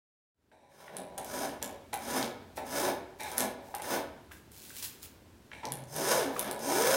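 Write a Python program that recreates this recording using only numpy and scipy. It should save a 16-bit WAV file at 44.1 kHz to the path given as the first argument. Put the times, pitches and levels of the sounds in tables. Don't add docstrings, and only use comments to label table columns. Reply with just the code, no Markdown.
import sys
import numpy as np
from scipy import signal
from scipy.fft import rfft, irfft
from scipy.io import wavfile
from scipy.ndimage import uniform_filter1d

SR = 44100
rng = np.random.default_rng(int(sys.argv[2]) if len(sys.argv) > 2 else 0)


def waveform_to_disk(signal):
    frames = np.transpose(np.atleast_2d(signal))
    scaled = np.clip(frames, -1, 1) * 32767
    samples = np.round(scaled).astype(np.int16)
    wavfile.write(sys.argv[1], SR, samples)


N = 306936
TIME = np.arange(N) / SR
TICKS = TIME[::64]
FREQ = np.maximum(np.arange(2049) * SR / 4096, 1)

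# pitch_hz, width_hz, level_db
STICK_MODES = [(144, 12.4, -2.5), (206, 36, -11), (256, 72, -4.5), (382.5, 82, 0), (486, 22, 0.5),
               (568, 54, 0.5), (647, 135, -0.5), (795, 115, -0.5), (904, 48, -4), (983, 13.2, 2)]
# pitch_hz, width_hz, level_db
BODY_MODES = [(1133, 390, -3.5), (1293, 72, 1.5), (1454, 79, 3.5), (1555, 31, 0.5), (1709, 124, 2.5),
              (2186, 380, -5), (2740, 110, -12), (3236, 790, -10.5), (3760, 720, -11)]
# pitch_hz, width_hz, level_db
BLADE_MODES = [(5186, 780, 4), (6210, 900, 5), (7000, 770, -3), (8450, 2400, -1), (8930, 310, 7),
               (10270, 680, -0.5), (11400, 1700, -2), (13660, 2500, -4)]
# start_s, peak_s, rise_s, fall_s, groan_db, rasp_db, hiss_db, sizzle_db, hum_top_hz, hum_db
BLADE_PASSES = [(0.684, 0.818, .15, .15, -56.5, -60.5, -64, -70, 161, -66.5),
                (.86, 0.986, .13, 0.058, -46.5, -55, -63.5, -72, 189.7, -51),
                (1.24, 1.398, 0.19, .14, -39.5, -45, -43.5, -59, 283, -46),
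                (1.609, 1.647, 0.13, 0.081, -47.5, -53, -63, -62, 244, -51.5),
                (1.98, 2.16, .19, 0.13, -35.5, -40, -40.5, -51, 258.3, -39.5),
                (2.64, 2.828, .20, .105, -31.5, -37.5, -38, -43, 390, -39),
                (3.223, 3.315, 0.1416, .10, -45.5, -49.5, -53, -54, 252.5, -65.5),
                (3.353, 3.402, 0.064, 0.076, -33.5, -39.5, -39.5, -50, 259.4, -39.5),
                (3.809, 3.932, .16, .08, -34, -39, -41, -45, 391.4, -44),
                (5.655, 5.745, 0.19, .11, -51.5, -58, -68, -78, 140.2, -46.5),
                (5.854, 5.965, 0.089, .10, -41, -51.5, -46, -55, 164.8, -43.5),
                (5.939, 6.128, .24, .15, -33.5, -36, -34.5, -48, 586.2, -33.5),
                (6.168, 6.235, 0.0793, 0.082, -47, -70, -64, -69, 287.6, -40.5),
                (6.35, 6.45, 0.22, 0.12, -40, -44.5, -50.5, -66, 200.3, -59),
                (6.58, 6.699, 0.14, 0.17, -33.5, -41.5, -38.5, -50, 279.4, -39.5),
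                (6.699, 6.90, 0.36, .24, -35.5, -35, -34.5, -40, 557.5, -29)]
def cutting():
    *_, groan_db, rasp_db, hiss_db, sizzle_db, _, _ = np.transpose(BLADE_PASSES)
    *_, skid_groan_db = np.transpose(SOLE_SKIDS)
    bite = undb(1.7 * walk(260) + .8 * walk(45))
    tearing = bite * (grains(rate_hz=5000, spread_db=3) + undb(-2) * rng.standard_normal(N))
    crackling = tearing + undb(-7) * grains(rate_hz=240, spread_db=-1.5)
    groan = combined(efforts(lag_s=.022, fall_stretch=1.29), groan_db)
    groan = np.hypot(groan, combined(slides(), skid_groan_db))
    rasp = combined(efforts(lag_s=.0067, fall_stretch=1.17), rasp_db)
    hiss = combined(efforts(), hiss_db)
    sizzle = combined(efforts(lag_s=-.0025), sizzle_db)
    stick = colour(tearing, resonances(STICK_MODES, skirt=1.48)) * groan
    body = colour(crackling, resonances(BODY_MODES, skirt=1.45)) * rasp
    blade = colour(crackling, resonances(BLADE_MODES, skirt=2.03)) * hiss
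    edge = colour(crackling, resonances([(14500, 6370, 0)], skirt=1.12)) * sizzle
    return stick + body + blade + edge


def ripple_hum():
    *_, top_hz, hum_db = np.transpose(BLADE_PASSES)
    speed = efforts(lag_s=.0217, fall_stretch=1.1)
    slow_hz = np.minimum(.85 * top_hz, 234.6)
    pitches = slow_hz[:, None] + (top_hz - slow_hz)[:, None] * speed ** 1.3
    loudest_pass = np.argmax(speed * undb(hum_db)[:, None], axis=0)
    hz = np.interp(TIME, TICKS, pitches[loudest_pass, np.arange(len(TICKS))])
    phase = 2 * np.pi * np.cumsum(hz * (1 + .0827 * walk(220))) / SR
    bumps = np.sin(phase) + undb(-15.5) * np.sin(2 * phase)
    hum = colour(bumps, resonances(STICK_MODES, skirt=.95))
    levelled = hum / np.sqrt(uniform_filter1d(hum ** 2, size=SR // 25) + 1e-9)
    return levelled * combined(speed, hum_db) * undb(1.05 * walk(110))


# start_s, level_db, centre_hz, relative_ring_db
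SHAVING_SNAPS = [(.968, -20, 10200, -26), (1.179, -22, 8800, -38), (1.183, -24.5, 9030, -23),
                 (1.2463, -25.5, 9950, -25), (1.495, -31.5, 2980, 0), (1.627, -14, 10100, -25),
                 (1.649, -26, 9500, -18), (1.932, -26, 9280, -30), (1.941, -19.5, 9640, -38),
                 (2.228, -17, 4680, -20), (2.57, -34, 10000, -28), (3.207, -24.5, 11130, -27),
                 (3.234, -27, 10160, -15), (3.3165, -24, 11040, -25), (3.381, -8, 11190, -34),
                 (3.4058, -9.5, 8650, -10), (3.7499, -21, 9770, -33), (3.8203, -25.5, 10000, -22),
                 (4.317, -36, 8800, -18), (4.518, -38, 11000, -25), (4.826, -25, 6840, -31),
                 (5.654, -21.5, 5870, -3), (5.721, -14, 10380, 14.5), (5.839, -38, 8360, -12),
                 (5.964, -18, 10920, 18), (6.3941, -11.5, 11300, -11), (6.5122, -18.5, 10900, -17),
                 (6.5928, -29, 10100, -22.5)]
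def snaps():
    out, jolts, t = np.zeros(N), np.zeros(N), TIME[:SR // 20]
    for start_s, db, hz, ring_db in SHAVING_SNAPS:
        modes = sum(np.sin(2 * np.pi * hz * ratio * t) for ratio in (.94, 1, 1.07)) / 2
        ring = undb(ring_db) * np.exp(-t / .0006) * modes
        click = np.exp(-t / .00012) * np.cos(2 * np.pi * hz * t)
        splinters = undb(-5) * crack(hz, width=.65, decay_s=.0008, tail_db=-13, tail_s=.0025)
        add(out, start_s, click + splinters + ring, db)
        jolts[int(start_s * SR)] = undb(db)
    scrape = np.convolve(jolts, crack(4400, width=1, decay_s=.0031, tail_db=-2, tail_s=.0087))[:N]
    body = colour(scrape, resonances(BODY_MODES[4:], skirt=1)) * np.sqrt(np.mean(jolts ** 2))
    return signal.sosfilt(signal.butter(2, 13500, fs=SR, output="sos"), out) + undb(-6.5) * body


# pitch_ratio, level_db, t60_s
KNOCK_RING = [(.6, -19, 0.08), (.74, 11, 0.18), (.9, -19, 0.022), (1, 37, 0.064), (1.12, -22, 0.015),
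              (1.45, -29, 0.021), (2.22, -11, 0.032), (2.8, 15, 0.02), (4.7, -57, 0.013), (7.1, -15, 0.059)]
# start_s, level_db, pitch_hz
SOLE_KNOCKS = [(.517, -67, 750), (.877, -43.5, 874), (1.179, -31, 787), (1.931, -25.5, 814),
               (1.938, -29.5, 784), (2.577, -30, 885), (3.204, -39, 834), (3.741, -28.5, 822),
               (3.797, -34.5, 850), (5.633, -33.5, 890), (5.643, -33.5, 883)]
def knocks():
    out, t = np.zeros(N), TIME[:SR // 5]
    rattle_band = signal.butter(2, (450, 2400), "band", fs=SR, output="sos")
    attack = 1 - np.exp(-t / .0004)
    for start_s, db, hz in SOLE_KNOCKS:
        ring = sum(undb(mode_db - 60 * t / t60_s) * np.sin(2 * np.pi * hz * ratio * t)
                   for ratio, mode_db, t60_s in KNOCK_RING)
        rattle = signal.sosfilt(rattle_band, rng.standard_normal(len(t)))
        rattle = rattle / np.abs(rattle).max() * np.exp(-t / .014)
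        add(out, start_s, (ring / np.abs(ring).max() + rattle) * attack, db)
    return out


# pitch_hz, width_hz, level_db
SOLE_MODES = [(644, 150, -12.5), (840, 64, 4), (1760, 240, -8.5), (2264, 250, -6), (3820, 440, -11.5),
              (5700, 480, -18.5), (8500, 2200, -21.5)]
# start_s, length_s, landing_db, sliding_db, groan_db
SOLE_SKIDS = [(0.514, 0.49, -72, -71, -64.5), (0.883, 0.3, -62, -66.5, -52.5),
              (1.171, 0.062, -54, -56, -45), (1.615, .16, -36.5, -68, -51.5),
              (1.927, 0.063, -29.5, -66, -47), (2.57, 0.06, -36.5, -57.5, -43.5),
              (3.194, 0.088, -41, -43.5, -49.5), (3.497, .22, -70, -68, -52),
              (3.746, 0.096, -54.5, -57, -50.5), (5.521, 0.081, -64, -56, -61),
              (5.628, 0.048, -54, -60, -40.5), (6.305, 0.36, -70, -61, -45.5)]
def skidding(landing_decay_s=.0094):
    starts, _, landing_db, sliding_db, _ = np.transpose(SOLE_SKIDS)
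    contact = slides()
    landings = contact * np.exp(-np.clip((TICKS - starts[:, None]) / landing_decay_s, 0, 20))
    level = combined(landings, landing_db) + combined(contact, sliding_db)
    slips = grains(rate_hz=2500, spread_db=1.2)
    return colour(slips, resonances(SOLE_MODES, skirt=1.39)) * level


# frequency_hz, level_db
CURL_SPECTRUM = [(600, -16.5), (1500, -11), (2800, -6), (4500, -4.5), (8000, -4), (11000, -5), (15500, -6)]
# start_s, peak_s, rise_s, fall_s, level_db
CURL_TUGS = [(2.534, 2.572, 0.022, 0.022, -48), (3.177, 3.206, 0.035, 0.037, -54),
             (3.603, 3.69, .15, 0.18, -62.5), (4.304, 4.326, .05, 0.095, -57.5),
             (4.505, 4.66, 0.28, 0.44, -52), (4.74, 4.778, 0.059, 0.054, -44.5),
             (4.812, 4.834, 0.028, 0.055, -37.5), (4.98, 5.036, 0.028, .035, -45.5),
             (6.30, 6.40, 0.14, 0.046, -50)]
def plucking():
    crackle = grains(rate_hz=2600, spread_db=3.5)
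    tugs = [swell(*timing) for *timing, _ in CURL_TUGS]
    pull = combined(tugs, [db for *_, db in CURL_TUGS])
    return colour(crackle, spectrum(CURL_SPECTRUM)) * pull


# start_s, level_db, pitch_hz
HANDLING_TAPS = [(0.516, -53.5, 1570), (0.88, -36, 1560), (4.312, -41, 1530), (4.317, -34.5, 1760),
                 (4.704, -43, 1687), (5.516, -34.5, 1790), (5.532, -32.5, 2297), (6.363, -27, 1180)]
def taps():
    out = np.zeros(N)
    for start_s, db, hz in HANDLING_TAPS:
        add(out, start_s, crack(hz, width=.25, decay_s=.0016, tail_db=-10, tail_s=.008), db)
    return signal.sosfilt(signal.butter(2, 3800, fs=SR, output="sos"), out)


def workshop(x, wet_db, t60_low_s, t60_high_s, flutter_s=1 / 60):
    t, flutter = TIME[:SR], np.zeros(SR)
    flutter[0] = 1
    for bounce in range(1, 9):
        flutter[round(bounce * flutter_s * SR)] = -undb(-5.5 - 3.4 * bounce)
    scatter = np.diff(rng.standard_normal(SR // 700) * np.hanning(SR // 700))
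    bench = np.convolve(flutter, scatter / np.linalg.norm(scatter))
    bench = np.pad(bench, (int(.0066 * SR), 0))[:SR]
    noise = rng.standard_normal(SR)
    low = signal.sosfiltfilt(signal.butter(2, 4000, fs=SR, output="sos"), noise)
    tail = low * undb(-60 * t / t60_low_s) + (noise - low) * undb(-60 * t / t60_high_s)
    tail *= 1 - np.exp(-t / .0029)
    response = flutter + undb(-8.5) * bench + undb(wet_db) * tail / np.linalg.norm(tail)
    return signal.fftconvolve(x, response)[:N]


# frequency_hz, level_db
AIR_SPECTRUM = [(15, -19), (25, -21), (74, 3.5), (130, -4.5), (161, -5), (326, -5), (531, -12.5),
                (650, -15), (962, -16), (1190, -21), (1560, -18), (1790, -22), (16000, -34)]
# time_s, level_db
AIR_LEVELS = [(.4, -69.5), (.6, -73), (.85, -71), (1.2, -56), (6.96, -57.5)]
def shop_air():
    level_db = np.interp(TIME, *np.transpose(AIR_LEVELS))
    return colour(rng.standard_normal(N), spectrum(AIR_SPECTRUM)) * undb(level_db + .22 * walk(6))


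def swell(start_s, peak_s, rise_s, fall_s, onset_s=.0194):
    before = np.maximum(peak_s - TICKS, 0) / rise_s
    after = np.maximum(TICKS - peak_s, 0) / fall_s
    onset = np.clip((TICKS - start_s) / onset_s, 0, 1)
    return onset * undb(-20 * np.minimum(before ** 1.5 + after ** 1.9, 10))


def efforts(lag_s=0, fall_stretch=1):
    return np.array([swell(start, peak + lag_s, rise, fall * fall_stretch)
                     for start, peak, rise, fall, *_ in BLADE_PASSES])


def slides(attack_s=.0087, release_s=.03):
    return np.array([np.clip((TICKS - start) / attack_s, 0, 1)
                     * np.exp(-np.clip((TICKS - start - length) / release_s, 0, 20))
                     for start, length, *_ in SOLE_SKIDS])


def combined(shapes, db):
    return np.interp(TIME, TICKS, np.sqrt(undb(db) ** 2 @ np.square(shapes)))


def crack(hz, width, decay_s, tail_db, tail_s):
    t = TIME[:SR // 20]
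    burst = rng.choice([-1, 1], len(t)) * (np.exp(-t / decay_s) + undb(tail_db) * np.exp(-t / tail_s))
    sound = signal.lfilter(*signal.iirpeak(hz, 1 / width, fs=SR), burst)
    return sound / np.abs(sound).max()


def grains(rate_hz, spread_db):
    fires = rng.random(N) < rate_hz / SR
    size = np.minimum(rng.exponential(size=N), 4.5)
    return unit(fires * undb(spread_db * size) * rng.choice([-1, 1], N))


def walk(rate_hz):
    steps = rng.standard_normal(N // 8)
    return unit(np.interp(TIME * rate_hz, np.arange(len(steps)), steps))


def resonances(modes, skirt):
    return np.sqrt(sum(undb(db) ** 2 / (1 + ((FREQ ** 2 - hz ** 2) / (FREQ * width)) ** 2) ** skirt
                       for hz, width, db in modes))


def spectrum(points):
    hz, db = np.transpose(points)
    return undb(np.interp(np.log(FREQ), np.log(hz), db))


def colour(x, gain):
    cepstrum = irfft(np.log(gain + 1e-6))
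    half = len(cepstrum) // 2
    cepstrum[1:half] *= 2
    cepstrum[half + 1:] = 0
    response = irfft(np.exp(rfft(cepstrum)))[:half]
    return unit(signal.fftconvolve(x, response)[:N])


def add(track, start_s, sound, peak_db):
    start = int(start_s * SR)
    track[start:start + len(sound)] += (undb(peak_db) * sound / np.abs(sound).max())[:N - start]


def undb(db):
    return 10 ** (np.asarray(db) / 20)


def unit(x):
    return x / np.sqrt(np.mean(x ** 2))


def scene():
    work = cutting() + ripple_hum() + skidding() + plucking() + knocks() + snaps() + taps()
    return (workshop(work, wet_db=-7, t60_low_s=.73, t60_high_s=.28) + shop_air())[None]


def record(dry, fade_in_s=(.34, .5), top_hz=16000):
    faded = dry * np.interp(TIME, fade_in_s, (0, 1))
    return signal.sosfilt(signal.ellip(10, .2, 70, top_hz, fs=SR, output="sos"), faded)


dry = scene()
out = record(dry)
waveform_to_disk(out)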